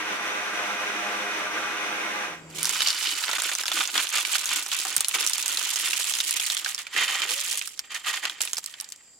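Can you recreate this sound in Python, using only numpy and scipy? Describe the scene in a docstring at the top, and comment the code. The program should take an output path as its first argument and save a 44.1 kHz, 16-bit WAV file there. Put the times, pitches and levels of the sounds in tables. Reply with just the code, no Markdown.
"""Snails simmer in a big metal pot: dense bubbles keep the pot ringing over the burner's low hum.
At about 2.4 s the boil gives way to a brief low drone and the outdoors, where insects shrill behind.
The pot is tipped over a woven basket: the load slips with a bright rasp, then wet shells grind over
the metal in surges, thud on the wicker and click on the growing heap. The emptying pot rings more
freely, and the last few shells drop singly."""
import sys
import numpy as np
from scipy import signal
from scipy.io import wavfile
from scipy.ndimage import uniform_filter1d

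SR = 44100
rng = np.random.default_rng(int(sys.argv[2]) if len(sys.argv) > 2 else 0)


def output_pcm(signal):
    """Save a mono or channel-first signal as 16-bit PCM at the path in sys.argv[1].

    Samples are clipped to [-1, 1] before scaling.
    """
    pcm = np.clip(np.atleast_2d(signal).T, -1, 1) * 32767
    wavfile.write(sys.argv[1], SR, np.round(pcm).astype(np.int16))


N = 405279

# EQ of the air bed: f/Hz, gain/dB
AIR_EQ = [(25, -27), (200, -10), (700, -13), (3500, -22), (6200, -14.5), (9000, -22), (16000, -33)]
# shrill insect bands: f/Hz, width/Hz, relative level/dB
INSECT_BANDS = [(4716, 16, -66), (5012, 16, -71), (7450, 330, -55)]
# the insects fade in as we move outdoors: t/s, linear gain
INSECT_FADE = [(2.25, 0), (2.55, 0.73)]
# a low tone sags and recovers: t/s, f/Hz, level/dB
DRONE_TONE = [(2.22, 190, -70), (2.3, 175.5, -59), (2.43, 160.6, -52), (2.61, 160.5, -50.5),
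              (2.83, 172.6, -67), (2.92, 180, -77)]
# a faint far tone rises: t/s, f/Hz, level/dB
FAR_TONE = [(7.25, 455, -66), (7.29, 470, -51), (7.34, 513, -52), (7.385, 575, -54), (7.45, 555, -62)]

# burner and pot hum together: f/Hz, level/dB at the height of the boil
BURNER_PARTIALS = [(102, -70), (414, -52), (614, -57), (712, -55), (828, -55)]
# the main hum comes and goes: t/s, f/Hz, level/dB
MAIN_HUM = [(0, 204, -72), (0.66, 204.2, -61), (0.74, 203, -50), (0.83, 205, -74), (0.94, 207.4, -50),
            (1.26, 204, -51), (1.35, 206.5, -81), (1.5, 201, -58), (2.28, 202.7, -60.5)]
# envelope of the boil: t/s, relative level/dB
BOIL_LEVEL = [(0, -32.3), (0.7, -31), (2.26, -32), (2.34, -38), (2.42, -53), (2.56, -57)]
# EQ of the bubbling water: f/Hz, gain/dB
BOIL_EQ = [(59, -61), (100, -42), (202, -10.5), (255, -16), (315, -10), (558, -10), (705, -8), (752, -8.5),
           (1150, -4), (2520, -2.5), (4670, -16.5), (6020, -12.5), (6560, -18), (11200, -25),
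           (16000, -35.5)]
# modes of the full pot: f/Hz, width/Hz, relative gain/dB
FULL_POT_MODES = [(321, 16, 11), (516, 12, 12), (614, 8, 12), (712, 9, 15), (828, 9, 15), (937, 14, 6),
                  (1034, 18, 9), (1185, 16, 12), (1346, 14, 9), (1464, 26, 10), (1583, 30, 10),
                  (1923, 16, 8), (2030, 14, 4), (2184, 22, 5), (2478, 15, 7), (3600, 270, 0),
                  (5880, 110, 3), (6040, 150, 2)]
# water wells up between the shells after a short lull: t/s, boost/dB, bubble f/Hz
UPWELLINGS = [(0.01, 4.5, 1560), (0.115, 2.5, 2100), (0.26, 1, 1100), (0.595, 4, 1400), (0.85, 0, 1450),
              (1.575, 3.5, 1500), (1.82, 2, 1542)]
# one pot mode firms into a clear tone as the boil goes on: t/s, f/Hz, level/dB
SINGING_MODE = [(0.5, 2478, -60), (1.0, 2478, -49), (1.85, 2478, -47), (2.1, 2478, -60)]

# the steady stream over the rim, in relative levels: t/s, landing level/dB, sliding level/dB
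STEADY_FLOW = [(2.5, -62.5, -63), (2.59, -44, -38), (2.76, -41.5, -33.5), (2.89, -42.5, -36.5),
               (4.91, -42, -36), (5.53, -40.5, -36), (6.29, -39, -39), (6.58, -40, -41), (6.78, -81, -44.5),
               (6.99, -63, -27), (7.13, -42.5, -34), (7.48, -36.5, -35.5), (7.72, -54, -61.5),
               (7.96, -77.5, -37.5), (8.1, -69, -48), (8.33, -57, -36), (8.52, -48, -44),
               (8.62, -54.5, -51.5), (8.83, -65.5, -50.5), (9.15, -86, -70)]
# shells jam at the rim, then rush out, in relative levels:
# crest t/s, rise/s, hold/s, jam dip/dB, sliding level/dB, landing level/dB, wicker level/dB
RIM_SURGES = [(3.016, .02, 0.049, 3.5, -39, -40, -67), (3.266, .01, 0.11, 0.5, -31.5, -65, -65),
              (3.397, 0.0099, 0.13, -6, -32, -40, -56), (3.581, .005, 0.016, 5, -31.5, -36, -54),
              (3.777, 0.17, 0.063, -4, -26.5, -40.5, -48), (3.941, 0.004, 0.057, 7.5, -25.5, -36.5, -48),
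              (4.144, 0.039, 0.032, 2.5, -25, -36, -52), (4.334, 0.052, 0.024, 2, -31.5, -33.5, -76),
              (4.51, 0.26, 0.069, 6.5, -31.5, -38, -53), (4.723, 0.008, 0.0083, 1, -31, -32.5, -69),
              (4.785, 0.026, 0.021, 6, -52, -37.5, -65), (5.142, 0.0056, 0.0047, -9, -19.5, -30, -61),
              (5.207, .02, 0.018, 5, -31, -32.5, -41.5), (5.835, .015, 0.036, -1.5, -32, -46, -68),
              (6.655, 0.019, 0.05, 1, -38.5, -41, -76), (6.789, 0.009, 0.0065, -2, -36.5, -41.5, -70),
              (6.972, 0.082, 0.069, 20, -24, -39.5, -49), (7.07, 0.016, 0.19, 0, -29, -44, -50),
              (7.286, 0.018, 0.041, 13, -37, -36.5, -50.5), (7.498, 0.05, 0.09, 6, -41.5, -41, -56),
              (7.908, 0.0095, 0.005, 1, -33.5, -49, -60), (7.946, 0.0062, 0.007, 2, -32.5, -45, -65),
              (8.074, 0.053, 0.023, 20, -26, -41, -53.5), (8.138, 0.022, 0.034, 0, -30.5, -43.5, -50.5),
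              (8.237, 0.043, 0.014, 15, -28, -42, -47), (8.407, 0.0033, 0.0046, 9.5, -34, -33, -44)]
# the stream breaks off for a moment: t/s, depth/dB
STREAM_PAUSES = [(3.165, 3.5), (3.568, 7), (3.648, 17), (3.705, 4), (4.648, 8), (4.695, 3.5), (5.066, 17),
                 (5.172, 11), (6.225, 8), (6.84, 7), (8.213, 9.5), (8.618, 10)]
# a batch lands and the basket booms: t/s, hold/s, level/dB, f/Hz
BASKET_BOOMS = [(3.733, 0.068, -47.5, 298), (3.93, 0.057, -49, 288), (4.508, 0.066, -55, 293),
                (4.846, 0.015, -40.5, 794), (4.968, 0.0097, -51, 132), (5.147, 0.014, -45, 357),
                (6.941, .08, -54, 340), (7.22, 0.026, -55, 340), (8.807, 0.02, -57, 825)]
# EQ of the thuds on the wicker: f/Hz, gain/dB
WICKER_EQ = [(76, -49.5), (130, -16), (257, -20), (300, 0), (356, -6), (433, -5.5), (550, -4), (729, -8),
             (1000, 11.5), (1300, -27), (2200, -120)]
# the whole load first slips down the wet wall: t/s, relative level/dB
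SLIP_LEVEL = [(2.6, -42), (2.726, -38), (2.794, -33.5), (2.885, -30), (2.94, -36.5), (3.1, -31.5),
              (3.135, -36), (3.3, -37.5)]
# bright modes of the pot wall during the slip: f/Hz, width/Hz, relative gain/dB
WALL_MODES = [(2990, 35, 12), (3620, 160, 0), (3700, 1900, -3), (4360, 80, 2), (4485, 70, 4),
              (5085, 45, 3.5)]
# EQ of shells sliding on metal: f/Hz, gain/dB
SLIDE_EQ = [(290, -76), (500, -23), (1220, -3), (1590, -3.5), (1820, -6), (2530, 2.5), (3130, 1),
            (5800, -10), (7000, -1), (9100, -33), (15400, -120)]
# modes of the tipped pot: f/Hz, width/Hz, loaded gain/dB, nearly empty gain/dB
TIPPED_POT_MODES = [(794, 14, 1, 9), (1230, 70, -7.5, 1), (1471, 50, 3.5, -9), (1880, 130, -9, 12),
                    (2090, 40, -12, 3), (2360, 50, -11, 2), (2730, 40, -10, -1), (3100, 110, -13, 6),
                    (3540, 70, 4, 2), (4350, 110, 2, 3), (4740, 50, -8, 5)]
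# the load leaves the pot: t/s, share poured out
POURED_SHARE = [(4, 0.027), (5.5, 0.36), (7, 1)]
# EQ of shells landing on shells: f/Hz, gain/dB
HEAP_EQ = [(530, -39), (900, -32), (1090, -47), (1260, -22), (1390, -18), (2140, -7), (3000, -1.5),
           (4920, -4.5), (7400, -0.5), (10900, -5), (16000, -17.5)]
# single shells hit hard, in relative levels: t/s, click level/dB, shell f/Hz, knock level/dB
SHELL_HITS = [(2.63, -6.5, 9070, -35), (2.6454, -11, 5900, -29), (2.6546, -6, 6230, -33),
              (2.671, -15, 6450, -33), (2.6933, -7.5, 7500, -30), (2.8055, -7, 3160, -25),
              (2.8195, -9, 3760, -40), (2.873, -6.5, 4550, -29), (2.885, -8, 5200, -39),
              (2.904, -8, 4550, -48), (3.0579, -17, 2900, -39), (3.0707, -13, 3015, -45),
              (3.0906, -14, 3080, -46), (3.2382, -11, 2802, -25), (3.281, -13, 1990, -26),
              (3.291, -14, 2080, -22.5), (3.3134, -11.5, 3900, -30), (3.3317, -11, 2020, -23.5),
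              (3.3832, -18, 3447, -23.5), (3.4202, -10, 7050, -29), (3.437, -15, 9100, -31),
              (3.491, -16.5, 3500, -24.5), (3.516, -17, 3367, -26), (3.5513, -9, 6300, -34),
              (3.6066, -17, 3700, -35), (3.6354, -15, 5300, -27), (3.656, -13, 3340, -31),
              (3.6658, -14, 5030, -39), (3.681, -9, 3800, -28), (3.717, -10.5, 3330, -25),
              (3.854, -12.5, 3670, -41), (3.8753, -15, 6780, -41), (3.9548, -11.5, 1980, -21),
              (3.9777, -4, 3220, -23), (4.0697, -14, 3160, -44), (4.0913, -15.5, 6300, -44),
              (4.1556, -16, 4450, -24), (4.2502, -9, 2340, -33), (4.457, -9.5, 7200, -44),
              (4.491, -11, 3640, -42), (4.6625, -16, 6040, -33), (4.7162, -11, 3020, -37),
              (4.851, -13, 7100, -26.5), (4.965, 0.5, 9100, -26.5), (5.007, -2, 10000, -30.5),
              (5.0462, -8, 4250, -36), (5.084, -4.5, 9700, -34), (5.112, -15, 2670, -37),
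              (5.1512, -15, 3600, -26), (5.186, -15, 2724, -31), (5.227, -9, 2700, -33),
              (5.2647, -6, 7280, -34), (5.274, -6.5, 5900, -47), (5.297, -9, 8620, -51),
              (5.3336, -6, 5490, -49), (5.381, -10, 7560, -33), (5.4262, -11, 6850, -48),
              (5.4604, -10, 6560, -36), (5.4799, -8, 7380, -37), (5.5723, -8, 4200, -35),
              (5.613, -19, 2936, -28.5), (5.759, -10, 6210, -35), (5.932, -8.5, 2592, -53),
              (6.0427, -13, 7520, -47), (6.1378, -8, 3600, -39), (6.152, -15, 5000, -46),
              (6.187, -13, 6200, -34), (6.2028, -6, 3720, -30), (6.3093, -6, 10100, -41),
              (6.398, -10, 3300, -34), (6.5007, -8, 4080, -30.5), (6.5682, -10, 3170, -33),
              (6.6465, -9.5, 4020, -35), (6.6606, -9, 1540, -46), (6.7466, -11.5, 5200, -40.5),
              (6.7795, -18, 3630, -45), (6.8678, -19.5, 2380, -40), (6.9636, -8, 1900, -26),
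              (7.08, -12, 3110, -38), (7.219, -9.5, 2697, -36), (7.291, -14, 2680, -36),
              (7.5743, -11.5, 9300, -43), (7.6139, -14, 2510, -48), (7.6747, -16, 8600, -38),
              (7.776, -30, 5450, -47), (7.7922, -11, 5400, -37), (8.253, -8, 2940, -24),
              (8.297, -14.5, 3200, -34.5), (8.4063, -11.5, 2410, -30), (8.4164, -5.5, 7570, -46),
              (8.435, -22, 10700, -52), (8.4526, -15, 10600, -44), (8.4747, -16, 2660, -49),
              (8.5322, -7.5, 6360, -37), (8.5695, -13.5, 5240, -42), (8.5817, -12, 6250, -33.5),
              (8.5856, -19, 7540, -45), (8.6418, -19, 7000, -46), (8.661, -14, 8200, -57),
              (8.7397, -23.5, 3000, -45), (8.8005, -16, 5470, -50), (8.8103, -16, 8600, -52),
              (8.844, -24, 4970, -53), (8.8896, -27, 7300, -56), (8.902, -30, 8500, -62),
              (8.922, -17.5, 6400, -51), (8.961, -31, 6940, -67)]


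def from_db(db):
    """Decibels to linear gain."""
    return 10 ** (np.asarray(db) / 20)


def rms_one(x):
    """Normalise to an RMS of 1."""
    return x / np.sqrt(np.mean(x ** 2) + 1e-20)


def levelled(x, size=4000):
    """Slow gain riding toward level 1 that leaves transients intact."""
    power = uniform_filter1d(uniform_filter1d(np.mean(x, axis=0) ** 2, size), size // 2)
    return x / np.sqrt(np.abs(power) + 1e-3 * np.mean(x ** 2))


def automation(rows):
    """Each column of a breakpoint curve, sample by sample."""
    times, *columns = np.transpose(rows)
    return [np.interp(np.arange(N) / SR, times, column) for column in columns]


def gate(rows):
    """Open while a curve lasts, with 20 ms fades."""
    t = np.arange(N) / SR
    return uniform_filter1d(1. * ((t >= rows[0][0]) & (t <= rows[-1][0])), 900)


def bumps(t, times, heights_db, width_s):
    """Brief peaks in dB, for boosting or ducking a level."""
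    return np.max([db / (1 + ((t - s) / width_s) ** 2) for s, db in zip(times, heights_db)], axis=0)


def drift(rate_hz):
    """Random LFO that glides between values of spread 1."""
    knots = rng.standard_normal(2000)
    return np.interp(np.arange(N) / SR * rate_hz, np.arange(len(knots)), knots)


def pan(left_db):
    """Left and right gains, left_db apart."""
    return from_db(np.array([left_db, -left_db]) / 2).reshape(2, -1)


def stereo_noise(width):
    """White noise with a share of side signal."""
    mid, side = rng.standard_normal((2, N))
    return mid + width * side * np.array([[1], [-1]])


def mono_bass(x, below_hz):
    """Roll the side signal off, so both ears hear the bass alike."""
    mid = x.mean(axis=0)
    return mid + signal.sosfilt(signal.butter(1, below_hz, "high", fs=SR, output="sos"), x - mid)


def band(x, low_hz, high_hz):
    """Butterworth band-pass."""
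    sos = signal.butter(2, [low_hz, min(high_hz, SR * .45)], "band", fs=SR, output="sos")
    return signal.sosfilt(sos, x + 1e-18)


def equalised(x, curve, size=4096):
    """Minimum-phase EQ: no pre-ring ahead of a click."""
    hz, db = np.transpose(curve)
    grid_hz = np.abs(np.fft.fftfreq(size, 1 / SR)) + 1
    log_gain = np.log(from_db(np.interp(np.log(grid_hz), np.log(hz), db)))
    response = np.fft.ifft(np.exp(np.conj(signal.hilbert(log_gain)))).real
    return signal.oaconvolve(x, response[None, :size // 2], axes=1)[:, :N]


def resonance(x, hz, width_hz):
    """Two-pole resonator with unity gain at its peak."""
    r = np.exp(-np.pi * width_hz / SR)
    poles = [1, -2 * r * np.cos(2 * np.pi * hz / SR), r * r]
    return signal.lfilter(np.array([1, 0, -1]) * (1 - r * r) / 2, poles, x + 1e-18)


def ringing(x, modes):
    """The ring that a sound excites in a bank of modes."""
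    return sum(from_db(db) * resonance(x, hz, width) for hz, width, db in modes)


def gliding_tone(rows, waver_db=2, wobble=.0025):
    """A sine that follows a pitch and level curve and wavers a little in both."""
    hz, db = automation(rows)
    phase = 2 * np.pi * np.cumsum(hz * (1 + wobble * drift(70))) / SR
    return np.sqrt(2) * from_db(db + waver_db * drift(40)) * np.sin(phase) * gate(rows)


def pings(hz, cycles, octaves, phase_spread, size, modes=3):
    """One short ring per contact: damped modes scattered round its pitch, phased apart at each ear."""
    draws = rng.standard_normal((len(hz), modes, 3)).astype(np.float32)
    t = np.arange(size, dtype=np.float32) / SR
    out = np.zeros((2, len(hz), size), np.float32)
    for detune, polarity, phase in draws.transpose(1, 2, 0)[..., None]:
        mode_hz = np.minimum(hz[:, None] * 2 ** (octaves * detune), SR * .45).astype(np.float32)
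        age = t * mode_hz * float(2 * np.log(1000) / cycles)
        envelope = np.sign(polarity) * age * np.exp(-age)   # wet contacts build up softly
        for ear, sign in enumerate((1, -1)):
            out[ear] += envelope * np.sin(2 * np.pi * mode_hz * t + sign * phase_spread * phase)
    return out


def placed(times, grains):
    """Lay short stereo grains on the timeline."""
    at = (np.asarray(times) * SR).astype(int)[:, None] + np.arange(grains.shape[2])
    return np.array([np.bincount(at.ravel(), ear.ravel(), N)[:N] for ear in grains])


def shower(curve, low_hz, high_hz, count, cycles, accent_db, pan_db, phase_spread, size, octaves=.568):
    """A cloud of pings while a curve lasts, each with its own time, pitch, strength and pan."""
    when, pitch, accent, where = rng.random((count, 4)).T
    times = curve[0][0] + when * (curve[-1][0] - curve[0][0])
    hz = low_hz * (high_hz / low_hz) ** pitch
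    strength = from_db(accent_db * np.minimum(-np.log(1 - accent), 3.3)) * np.sqrt(hz / low_hz)
    gains = strength * pan(pan_db * (2 * where - 1))
    return placed(times, pings(hz, cycles, octaves, phase_spread, size) * gains[..., None])


def crunch(grit, hz, width_hz, decay_s, crack=0):
    """An impact: a crack and a dying burst of tiny contacts in a resonance, at unit energy per ear."""
    age = np.arange(grit.shape[1]) / SR / decay_s
    burst = resonance(grit * np.exp(-age) + crack * (age == 0), hz, width_hz)
    return burst / np.sqrt(np.sum(burst ** 2) / 2)


def with_reflections(x, t60_s, wet_db, top_loss_db):
    """Pot, wicker and ground scatter each contact into a diffuse tail, built from five noise bands."""
    feedback = from_db(-120 / (t60_s * SR))
    edges = np.geomspace(250, 16000, 6)
    noise, mid, tail = rng.standard_normal((2, 2, N)), x.mean(axis=0), 0
    for k, (low, high) in enumerate(zip(edges, edges[1:])):
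        power = signal.lfilter([1 - feedback], [1, -feedback], band(mid, low, high) ** 2)
        damping = from_db(-top_loss_db * (high / edges[-1]) ** 2)
        tail = tail + damping * np.sqrt(power) * rms_one(band(noise[k % 2], low, high))
    return x + from_db(wet_db) * tail


def air():
    """A quiet bed of air and low rumble throughout."""
    hiss = from_db(-63) * rms_one(equalised(stereo_noise(width=.5), AIR_EQ))
    rumble = from_db(-79 + 2 * drift(4.2)) * rms_one(resonance(stereo_noise(width=.39), 50, 70))
    return hiss + rumble


def insects():
    """Narrow noise bands shrill steadily once we are outdoors."""
    fade, = automation(INSECT_FADE)
    chorus = 0
    for hz, width, db in INSECT_BANDS:
        shrill = resonance(stereo_noise(width=.83), hz, 2 * width)
        chorus = chorus + from_db(db + 2.5) * rms_one(resonance(shrill, hz, 2 * width))
    return fade * chorus


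def low_drone():
    """A low tone comes and goes in a dull rumble with a faint overtone."""
    _, level_db = automation(DRONE_TONE)
    noise = stereo_noise(width=.34)
    rumble = from_db(-1.5) * rms_one(band(noise, 45, 660))
    overtone = from_db(-4.5) * rms_one(resonance(noise, 308, 32))
    return gliding_tone(DRONE_TONE) + (rumble + overtone) * from_db(level_db) * gate(DRONE_TONE)


def burner():
    """The flame rumbles, and burner and pot hum together in wavering partials."""
    boil_db, = automation(BOIL_LEVEL)
    hum = 0
    for hz, db in BURNER_PARTIALS:
        gain = np.sqrt(2) * from_db(db + 3 * drift(24.64) + boil_db - boil_db.max())
        hum = hum + gain * np.sin(2 * np.pi * np.cumsum(hz * (1 + .00838 * drift(12))) / SR)
    flame = from_db(-69) * rms_one(band(stereo_noise(width=.42), 53, 180))
    return (hum + flame) * gate(BOIL_LEVEL) + gliding_tone(MAIN_HUM)


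def boil(lull_lead_s=.073, welling_width_s=.011):
    """Bubbles burst between the shells over a seething wash and keep the pot ringing."""
    t = np.arange(N) / SR
    level_db, = automation(BOIL_LEVEL)
    bubbles = shower(BOIL_LEVEL, 245.5, 15170, count=1600, cycles=14.3, accent_db=-1.5,
                     pan_db=0, phase_spread=.18, size=400)
    wash = from_db(10.5) * stereo_noise(width=.83)
    water = mono_bass(equalised(levelled(bubbles) + wash, BOIL_EQ), below_hz=480)
    pot = levelled(water + from_db(-4.5) * ringing(water, FULL_POT_MODES))
    lull_db = bumps(t, [row[0] - lull_lead_s for row in UPWELLINGS], [2] * len(UPWELLINGS), welling_width_s)
    pot *= from_db(level_db + .8 + .5 * drift(23.86) - lull_db)
    pot += sum((from_db(bumps(t, [s], [db], welling_width_s)) - 1) * resonance(pot, hz, hz)
               for s, db, hz in UPWELLINGS)
    pot[1] = np.roll(pot[1], 4)   # the right ear hears it a little later
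    return pot * pan(-1) * gate(BOIL_LEVEL) + gliding_tone(SINGING_MODE)


def stream_levels(jam_lead_s=.032, gap_lead_s=.005, surge_t60_s=.23, cushion_db_per_s=1.3):
    """Sliding, landing and wicker levels in dB: a steady flow of shells that jams and then surges."""
    t = np.arange(0, N, 20) / SR
    flow_s, *columns = np.transpose(STEADY_FLOW)
    landing_db, sliding_db = (np.interp(t, flow_s, column) for column in columns)
    wicker_db = sliding_db - 12 - cushion_db_per_s * (t - flow_s[0])   # the heap covers the wicker
    surge_s, _, _, dip_db, *_ = np.transpose(RIM_SURGES)
    jam_db = bumps(t, surge_s - jam_lead_s, dip_db, width_s=.093)
    power = from_db(np.array([sliding_db + .5, landing_db + 2.5, wicker_db]) - jam_db) ** 2
    for crest, rise, hold, _, *levels_db in RIM_SURGES:
        attack = np.clip(1 + (t - crest) / rise, 0, 1) ** 2
        release = from_db(-60 * np.clip((t - crest - hold) / surge_t60_s, 0, 2))
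        power += (from_db(levels_db)[:, None] * attack * release) ** 2
    # a shell that hits hard falls through a short gap in the stream
    gap_db = bumps(t, [row[0] - gap_lead_s for row in SHELL_HITS], [6] * len(SHELL_HITS), width_s=.005)
    pause_db = bumps(t, *np.transpose(STREAM_PAUSES), width_s=.011)
    ducked_db = 10 * np.log10(power) - np.maximum(gap_db, pause_db)
    return automation(np.column_stack([t, *ducked_db]))


def basket_booms(width_hz=110, attack_s=.003, t60_s=.1):
    """Batches land one after another and set the hollow basket booming."""
    t, out = np.arange(N) / SR, 0
    pelting = stereo_noise(width=.2)
    for start, hold, db, hz in BASKET_BOOMS:
        release = from_db(-60 * np.clip((t - start - hold) / t60_s, 0, 2))
        push = np.clip((t - start) / attack_s, 0, 1) * release
        boom = resonance(resonance(push * pelting, hz, width_hz), hz, 2 * width_hz)
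        out = out + from_db(db) * boom * np.sqrt(np.mean(push ** 2) / np.mean(boom ** 2))
    return out


def wicker_thuds(level_db):
    """Shells pelt the woven basket with dull, quickly damped thuds."""
    thuds = shower(STEADY_FLOW, 250, 1080, count=900, cycles=6.7, accent_db=.5,
                   pan_db=5, phase_spread=.1, size=600)
    return levelled(equalised(thuds, WICKER_EQ)) * from_db(level_db)


def wall_slip(grinding, ring_db_per_db=.8):
    """The load rasps down the wet wall; the harder it scrapes, the more of it is the wall's ring."""
    level_db, = automation(SLIP_LEVEL)
    ring = from_db(ring_db_per_db * (level_db - level_db.max())) * ringing(grinding, WALL_MODES)
    rasp = from_db(-6) * band(grinding, 2400, 6000)
    return levelled(ring + rasp) * from_db(level_db + 4 + 2 * drift(30)) * gate(SLIP_LEVEL)


def sliding_shells(level_db):
    """Shells slip and grind over the metal; the pot's ring changes as the load leaves it."""
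    contacts = shower(STEADY_FLOW, 723, 4500, count=3600, cycles=9.5, accent_db=1,
                      pan_db=4.5, phase_spread=.045, size=220)
    grinding = (levelled(contacts) + from_db(7) * stereo_noise(width=.35)) * from_db(3.6 * drift(90))
    poured, = automation(POURED_SHARE)
    modes = [(hz, width, loaded_db + poured * (empty_db - loaded_db))
             for hz, width, loaded_db, empty_db in TIPPED_POT_MODES]
    scrape = equalised(grinding, SLIDE_EQ)
    return levelled(scrape + ringing(scrape, modes)) * from_db(level_db - .5) + wall_slip(grinding)


def heap_clicks(level_db, snaps_per_s=300, snap_decay_s=.003):
    """Shells land on shells in clumps: pitched clicks and sharp snaps, many small and few large."""
    thinning_db = np.clip(-.2 * (level_db + 44), 0, 4)   # a thin stream breaks up into single ticks
    clumps = from_db((1 + thinning_db) * drift(70))
    clicks = shower(STEADY_FLOW, 1800, 12000, count=3000, cycles=30, accent_db=1.6,
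                    pan_db=9, phase_spread=.6, size=220, octaves=.4)
    landings = rng.random(N) < snaps_per_s / SR
    energy = landings * from_db(2.1 * np.minimum(rng.exponential(1, N), 4)) ** 2
    snap_power = signal.lfilter([1], [1, -np.exp(-2 / (snap_decay_s * SR))], energy + 1e-18)
    snaps = rms_one(np.sqrt(snap_power)) * stereo_noise(width=.88)
    clatter = clumps * (.61 * levelled(clicks) + snaps)
    return levelled(equalised(clatter, HEAP_EQ)) * from_db(level_db + 7.5)


def pour():
    """One stream of shells drives the clatter on the heap, the slide in the pot and the wicker thuds."""
    sliding_db, landing_db, wicker_db = stream_levels()
    heap = heap_clicks(landing_db) * pan(-4.5)
    slide = sliding_shells(sliding_db) * pan(-3.4)
    wicker = wicker_thuds(wicker_db) * pan(.36)
    return (heap + slide + wicker) * gate(STEADY_FLOW)


def hard_hits(size=1400):
    """A shell falls free: a dry click with its own brief ring, two bounces and a hollow knock below."""
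    times, click_db, shell_hz, knock_db = np.transpose(SHELL_HITS)
    detune, place = rng.standard_normal((len(times), 2)).T
    knock_hz = 1400 * 2 ** (.15 * detune)
    mid, side = rng.standard_normal((len(times), 2, 2, 1, size)).transpose(1, 2, 0, 3, 4)
    click_grit = mid[0] + side[0] * np.array([[.75], [-.75]])
    knock_grit = mid[1] + side[1] * np.array([[.25], [-.25]])
    clicks = np.stack([crunch(grit, hz, .75 * hz, decay_s=.0016 * np.sqrt(6000 / hz), crack=2.6)
                       for grit, hz in zip(click_grit, shell_hz)], axis=1)
    ring = pings(shell_hz, cycles=42, octaves=.03, phase_spread=.4, size=size, modes=1)
    clicks += from_db(-4) * ring / np.sqrt(np.sum(ring ** 2, axis=2, keepdims=True))
    clicks *= (from_db(click_db + 9) * pan(2 * place - 4))[..., None]   # scattered right of centre
    knocks = np.stack([crunch(grit, hz, .57 * hz, decay_s=.0045)
                       for grit, hz in zip(knock_grit, knock_hz)], axis=1)
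    knocks *= from_db(knock_db + 21)[:, None]
    bounces = sum(from_db(db) * placed(times + k * rng.uniform(.002, .008, len(times)), clicks)
                  for k, db in enumerate((-11, -16), start=1))
    return band(placed(times, clicks) + bounces, 1700, 12500) + band(placed(times, knocks), 320, 2500)


def scene():
    """The boil, then the pour outdoors; while the load slips, hard hits ring the pot wall too."""
    hits = hard_hits()
    wall_ring = from_db(-10.5) * ringing(hits * gate(SLIP_LEVEL), WALL_MODES)
    shells = with_reflections(pour() + hits + wall_ring, t60_s=.06, wet_db=-9, top_loss_db=5)
    cooking = boil() + burner()
    booms = basket_booms()
    background = low_drone() + gliding_tone(FAR_TONE, waver_db=4, wobble=.012) + air() + insects()
    return background + cooking + booms + shells


def record(dry):
    """Soft clipping rounds the sharpest peaks, then a steep low-pass cuts the top at 16 kHz."""
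    rounded = .75 * np.tanh(dry / .75)
    return signal.sosfilt(signal.ellip(10, .1, 80, 16000, fs=SR, output="sos"), rounded)


dry = scene()
out = record(dry)
output_pcm(out)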